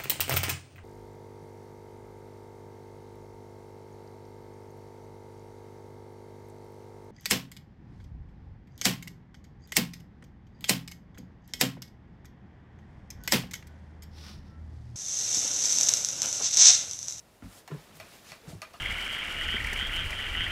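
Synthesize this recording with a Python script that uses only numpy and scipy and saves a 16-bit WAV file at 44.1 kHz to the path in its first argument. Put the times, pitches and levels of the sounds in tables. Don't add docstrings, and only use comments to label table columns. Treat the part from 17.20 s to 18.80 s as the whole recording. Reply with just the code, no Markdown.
import sys
import numpy as np
from scipy import signal
from scipy.io import wavfile

SR = 44100
rng = np.random.default_rng(int(sys.argv[2]) if len(sys.argv) > 2 else 0)


def master_out(mix):
    frames = np.transpose(np.atleast_2d(mix))
    ceiling = np.clip(frames, -1, 1)
    pcm = np.round(ceiling * 32767).astype(np.int16)
    wavfile.write(sys.argv[1], SR, pcm)


def gain_from_decibels(decibels):
    exponent = np.asarray(decibels, float) / 20
    return 10 ** exponent


N = 70560


def rms_one(x):
    return x / np.sqrt(np.mean(x ** 2) + 1e-20)


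def drift(rate_hz):
    r = np.exp(-80 * np.pi * rate_hz / SR)
    slow = signal.lfilter([1], [1, -2 * r, r * r], rng.standard_normal(N // 40 + 2002))
    slow = slow[2000:]
    return np.interp(np.arange(N) / 40, np.arange(len(slow)), rms_one(slow))


def keep_band(noise, edges_hz):
    return signal.sosfilt(signal.butter(2, edges_hz, "band", fs=SR, output="sos"), noise)


def banded(white, spectrum, tilt_db, patchy_db):
    out, together = 0, drift(6)
    edges = 22 * 2 ** np.arange(0, 9.9, 0.5)
    hz, db = np.transpose(spectrum)
    for k, (low, high) in enumerate(zip(edges, edges[1:])):
        run_in = np.tile(white[k % 2], 2)[N // 2:]
        band = keep_band(run_in, [low, high])[-N:]
        mid = np.sqrt(low * high)
        level = np.interp(np.log(mid), np.log(hz), db) + tilt_db * np.log2(mid / 2000)
        flicker = patchy_db * (0.5 * together + drift(49))
        out = out + band * gain_from_decibels(level + flicker)
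    return out


# (frequency [Hz], level [dB])
AIR = [(15, -49), (25, 3), (293, -4), (354, -5), (695, -4), (887, -9), (1230, -12), (8360, -21),
       (16000, -24.5)]


def room_air():
    level_db = -60.5
    return gain_from_decibels(level_db) * rms_one(banded(rng.standard_normal((2, N)), AIR, 0, 0.69))


# (time [s], level [dB], brightness [dB per octave])
RUSTLE = [(0, -77, 3), (.2, -87, -3), (0.239, -58, 2), (.37, -59, 3.5), (.41, -59, 3), (0.442, -70.5, -0.5),
          (.485, -65, 2), (.52, -56.5, 0.2), (.6, -54.5, 2.5), (.72, -57.5, 1), (.77, -55.5, 2.5),
          (.83, -55.5, 1.5), (.95, -53.5, 3), (1.022, -59.5, 2.5), (1.1, -54.5, 3), (1.202, -61.5, 1.5),
          (1.265, -57, 1.5), (1.298, -52.5, 0), (1.392, -63, 0.5), (1.6, -59, 2.5)]
# (frequency [Hz], level [dB per Hz])
CLOTH = [(150, 10.5), (400, 4.5), (1000, -0.5), (2500, -6), (4000, -10), (8000, -17.5), (14000, -23.5),
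         (16000, -27)]


def sleeves():
    fibres_per_s, fibre_share, patchy_db = 4000, 0.38, 1.5
    s, db, tilt = np.transpose(RUSTLE)
    t = np.arange(N) / SR
    ticks = (rng.random((2, N)) < fibres_per_s / SR) * rng.standard_normal((2, N))
    ticks *= gain_from_decibels(2.5 * np.minimum(rng.exponential(1, (2, N)), 3))
    hiss = rng.standard_normal((2, N))
    white = np.sqrt(1 - fibre_share) * hiss + np.sqrt(fibre_share) * rms_one(ticks)
    loudness = gain_from_decibels(np.interp(t, s, db) + 10)
    return loudness * banded(white, CLOTH, np.interp(t, s, tilt), patchy_db)


# (time [s], rms level [dB], centre frequency [Hz], swell [s], fade [s])
KNOCKS = [(0.2215, -50, 900, 0.0011, 0.0073), (.232, -59, 690, 0.0037, 0.019),
          (0.4765, -47.5, 4500, 0.0003, 0.0039), (0.4769, -47, 1450, 0.0006, 0.0079),
          (0.4773, -50, 11000, 0.00034, 0.0044), (0.504, -55, 1070, 0.0072, 0.0027),
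          (.525, -55, 900, 0.0039, 0.026), (0.732, -57.5, 9000, 0.039, 0.013),
          (0.881, -65.5, 3970, 0.12, 0.023), (1.03, -53, 3680, 0.067, 0.04), (.26, -56, 6260, 0.13, 0.012),
          (.31, -61.5, 760, 0.039, 0.05), (0, -60.5, 7000, .002, 0.011), (1.27, -54, 5560, 0.026, 0.041),
          (1.277, -65, 12000, .02, 0.032), (1.534, -57, 1300, 0.0049, .018), (.04, -67, 790, .03, 0.031),
          (.335, -62.5, 167, 0.017, 0.038), (.507, -48, 980, 0.0084, .006)]


def knocks():
    half_width_octaves = 0.9
    out, white = np.zeros(N + SR), rng.standard_normal((len(KNOCKS), SR // 5))
    t = np.arange(SR // 5) / SR
    for (s, db, hz, swell, fade), noise in zip(KNOCKS, white):
        edges = [hz / 2 ** half_width_octaves, min(hz * 2 ** half_width_octaves, 0.45 * SR)]
        burst = rms_one(keep_band(noise, edges))
        shape = np.minimum(t / swell, np.exp((swell - t) / fade))
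        start = int(s * SR)
        out[start:start + len(t)] += gain_from_decibels(db) * burst * shape
    return out[:N]


def room_echoes(x):
    t60_s, level_db, gap_s = 0.21, -5.5, 0.00081
    early_s, late_drop_db, wall_cut_hz = 0.012, -2.5, 4000
    t = np.arange(SR // 2) / SR
    dull = np.exp(-2 * np.pi * wall_cut_hz / SR)
    db = -60 * t / t60_s + late_drop_db * np.clip(4 * (t / early_s - 1), 0, 1)
    tail = signal.lfilter([1], [1, -dull], rng.standard_normal(len(t)))
    tail *= gain_from_decibels(db) * np.clip(t / gap_s - 1, 0, 1)
    return gain_from_decibels(level_db) * signal.fftconvolve(x, tail / np.sqrt(np.sum(tail ** 2)))[:N]


def pushed_modes(events):
    rise_cycles, pitch_wobble = 0.33, 0.025
    out, wobble = np.zeros(N + SR), drift(32)
    t = np.arange(SR // 4) / SR
    for s, peak_db, hz, held, t60 in events:
        start = int(s * SR)
        rise = np.sin(np.pi / 2 * np.clip(t * hz / rise_cycles, 0, 1)) ** 2
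        pitch = 1 + pitch_wobble * np.resize(wobble[start:], len(t))
        phase = 2 * np.pi * hz * np.cumsum(pitch) / SR
        fading = gain_from_decibels(peak_db - 60 * np.maximum(t - held, 0) / t60)
        out[start:start + len(t)] += fading * rise * np.sin(phase)
    return out[:N]


# (time [s], peak level [dB], frequency [Hz], held [s], 60 dB fade after that [s])
BUMPS = [(.224, -40.5, 245, 0.0077, 0.01), (0.229, -46.5, 97, 0.03, 0.27), (0.244, -48, 260, 0.03, 0.046),
         (0.255, -42, 187, 0.0083, 0.084), (0.236, -42, 48.4, 0.015, 0.24),
         (0.348, -55, 250, 0.0037, 0.026), (.503, -43, 338, 0.0049, 0.014),
         (0.509, -46.5, 168.1, 0.013, 0.094), (0.516, -35, 409, 0.0043, 0.032),
         (0.521, -32.5, 152, 0.0328, 0.039), (0.546, -43, 417, 0.0041, 0.074),
         (0.564, -45, 156.4, 0.0087, 0.17), (0.558, -56, 51, 0.027, 0.17), (.70, -57.5, 201, 0.024, 0.041),
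         (0.746, -53.5, 150, 0.02, 0.14), (0.783, -55.5, 95, 0.018, 0.26), (1.111, -58, 44, 0.017, 0.18),
         (1.234, -54.5, 432, 0.012, 0.14), (1.276, -38, 157, 0.011, 0.044),
         (1.286, -54.5, 475, 0.012, 0.055), (1.296, -50, 76, 0.017, 0.12),
         (1.332, -34.5, 162, 0.0035, 0.065), (1.35, -38, 99, 0.0051, 0.15),
         (1.348, -47, 366, 0.0062, 0.014)]


def table_bumps():
    return pushed_modes(BUMPS)


# (time [s], peak level [dB], frequency [Hz],
# held [s], 60 dB fade after that [s])
MORE_BUMPS = [
    (.4785, -46.5, 714, 0.008, 0.028),
    (0.48, -50.5, 903, 0.0059, 0.017),
    (.53, -50, 288, 0.027, 0.071),
    (1.324, -47, 653, 0.0069, .03),
    (1.37, -52, 180.5, 0.018, .08),
    (0.23, -51, 152, 0.017, 0.039),
    (.273, -48, 192, 0.017, .03),
    (1.3, -50.5, 300, 0.019, 0.033),
    (1.255, -55.5, 250, 0.011, .03),
    (1.115, -53.5, 150, .012, .04),
]


def more_table_bumps():
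    return pushed_modes(MORE_BUMPS)


# (time [s], peak level [dB], frequency [Hz], held [s], 60 dB fade after that [s])
REBOUNDS = [(.488, -53, 2750, .002, .015), (.8035, -47, 2400, .003, .012), (.811, -52, 2650, 0.004, 0.022),
            (.821, -58, 4350, .004, .02), (.829, -50, 2450, 0.0049, .025), (1.123, -49, 1230, .008, 0.024),
            (1.128, -57, 2080, 0.0045, 0.026), (1.131, -52, 2750, .004, .03), (1.423, -44, 1232, .012, .06),
            (1.44, -57, 4400, .004, .03), (1.449, -51, 2350, 0.007, 0.022), (1.5355, -54, 4600, .0015, .01),
            (1.5357, -57, 5500, .002, .012), (1.539, -48, 655, .011, .045),
            (1.541, -55, 2745, 0.0089, 0.027), (1.543, -47, 1232, .01, .05),
            (1.556, -54, 1000, 0.0054, 0.023), (1.5675, -57, 2950, .001, .01),
            (1.5677, -52, 4600, .001, .006), (1.5685, -59, 7600, .001, .008)]


def stick_rebounds():
    return pushed_modes(REBOUNDS)


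def ring(clicks, hz, t60):
    r, w = gain_from_decibels(-60 / (t60 * SR)), 2 * np.pi * hz / SR
    return signal.lfilter([0, np.sin(w)], [1, -2 * r * np.cos(w), r * r], clicks + 1e-18)


def dying_noise(clicks, edges_hz, fade_s):
    fade = signal.lfilter([1], [1, -np.exp(-1 / (fade_s * SR))], clicks)
    return fade * rms_one(keep_band(rng.standard_normal(N), edges_hz))


# (time [s], peak level [dB], brightness [dB per octave], crack level [dB], neck ring level [dB])
TAPS = [
    (0.7995, -42.5, 1, -9, -6),
    (1.1185, -44, 2.5, -11, 0),
    (1.418, -38.5, 3.5, -10, -2.5),
    (1.5342, -61.5, 5.5, 0, 5),
    (1.539, -54, -2, -14, 7),
    (1.550, -66, 5, -20, 16),
]
# (frequency [Hz], level [dB], 60 dB fade [s])
BOTTLE = [(635, -2, 0.026), (828, -0.5, 0.013), (1062, -13, 0.068), (1220, -2, 0.077), (1632, -4.5, 0.057),
          (2010, -1, 0.043), (2370, 12, 0.01), (2540, 3, 0.017), (2780, 0, 0.034), (3870, -1.5, 0.0073),
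          (4430, 10.5, 0.0096), (5470, 10.5, 0.0072), (6440, 8, 0.0077), (9860, 1, 0.0093)]


def stick_taps():
    neck_low_hz, neck_high_hz = 1000, 1300
    strike_spread_db, rise_cycles = 1.2, 2.2
    s, peak_db, bright, crack_db, neck_db = np.array(TAPS).T
    at, out = (s * SR).astype(int), np.zeros(N)
    luck = rng.standard_normal((len(TAPS), len(BOTTLE)))
    for k, (hz, db, t60) in enumerate(BOTTLE):
        strike_db = peak_db + db - 14 + bright * np.log2(hz / 2000) + strike_spread_db * luck[:, k]
        strike_db = strike_db + neck_db * (neck_low_hz < hz < neck_high_hz)
        clicks = np.zeros(N)
        clicks[at] = gain_from_decibels(strike_db) * (-1) ** k
        lag = np.exp(-hz / rise_cycles / SR)
        swell = ring(clicks * (1 - lag), hz, np.log(1000) * rise_cycles / hz)
        out += ring(swell, hz, t60) * 2 / np.sin(2 * np.pi * hz / SR)
    crack, clack = np.zeros((2, N))
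    crack[at] = gain_from_decibels(peak_db + crack_db)
    clack[at] = gain_from_decibels(peak_db - 7.5)
    out = out + dying_noise(crack, (2500, 13000), 0.012)
    return out + dying_noise(clack, (900, 3520), 0.022)


def scene():
    air, cloth = room_air(), sleeves()
    hits = knocks() + stick_taps()
    pushes = table_bumps() + more_table_bumps() + stick_rebounds()
    return (hits + room_echoes(hits) + pushes + cloth + air)[None]


def roll_off(x):
    return signal.sosfilt(signal.butter(12, 16400, fs=SR, output="sos"), x)


def record(dry):
    low_cut_hz, top_hz = 41.7, 16150
    dry = signal.sosfilt(signal.butter(3, low_cut_hz, "high", fs=SR, output="sos"), dry)
    dry = signal.sosfilt(signal.cheby2(16, 60, top_hz, fs=SR, output="sos"), dry)
    return roll_off(dry)


dry = scene()
out = record(dry)
master_out(out)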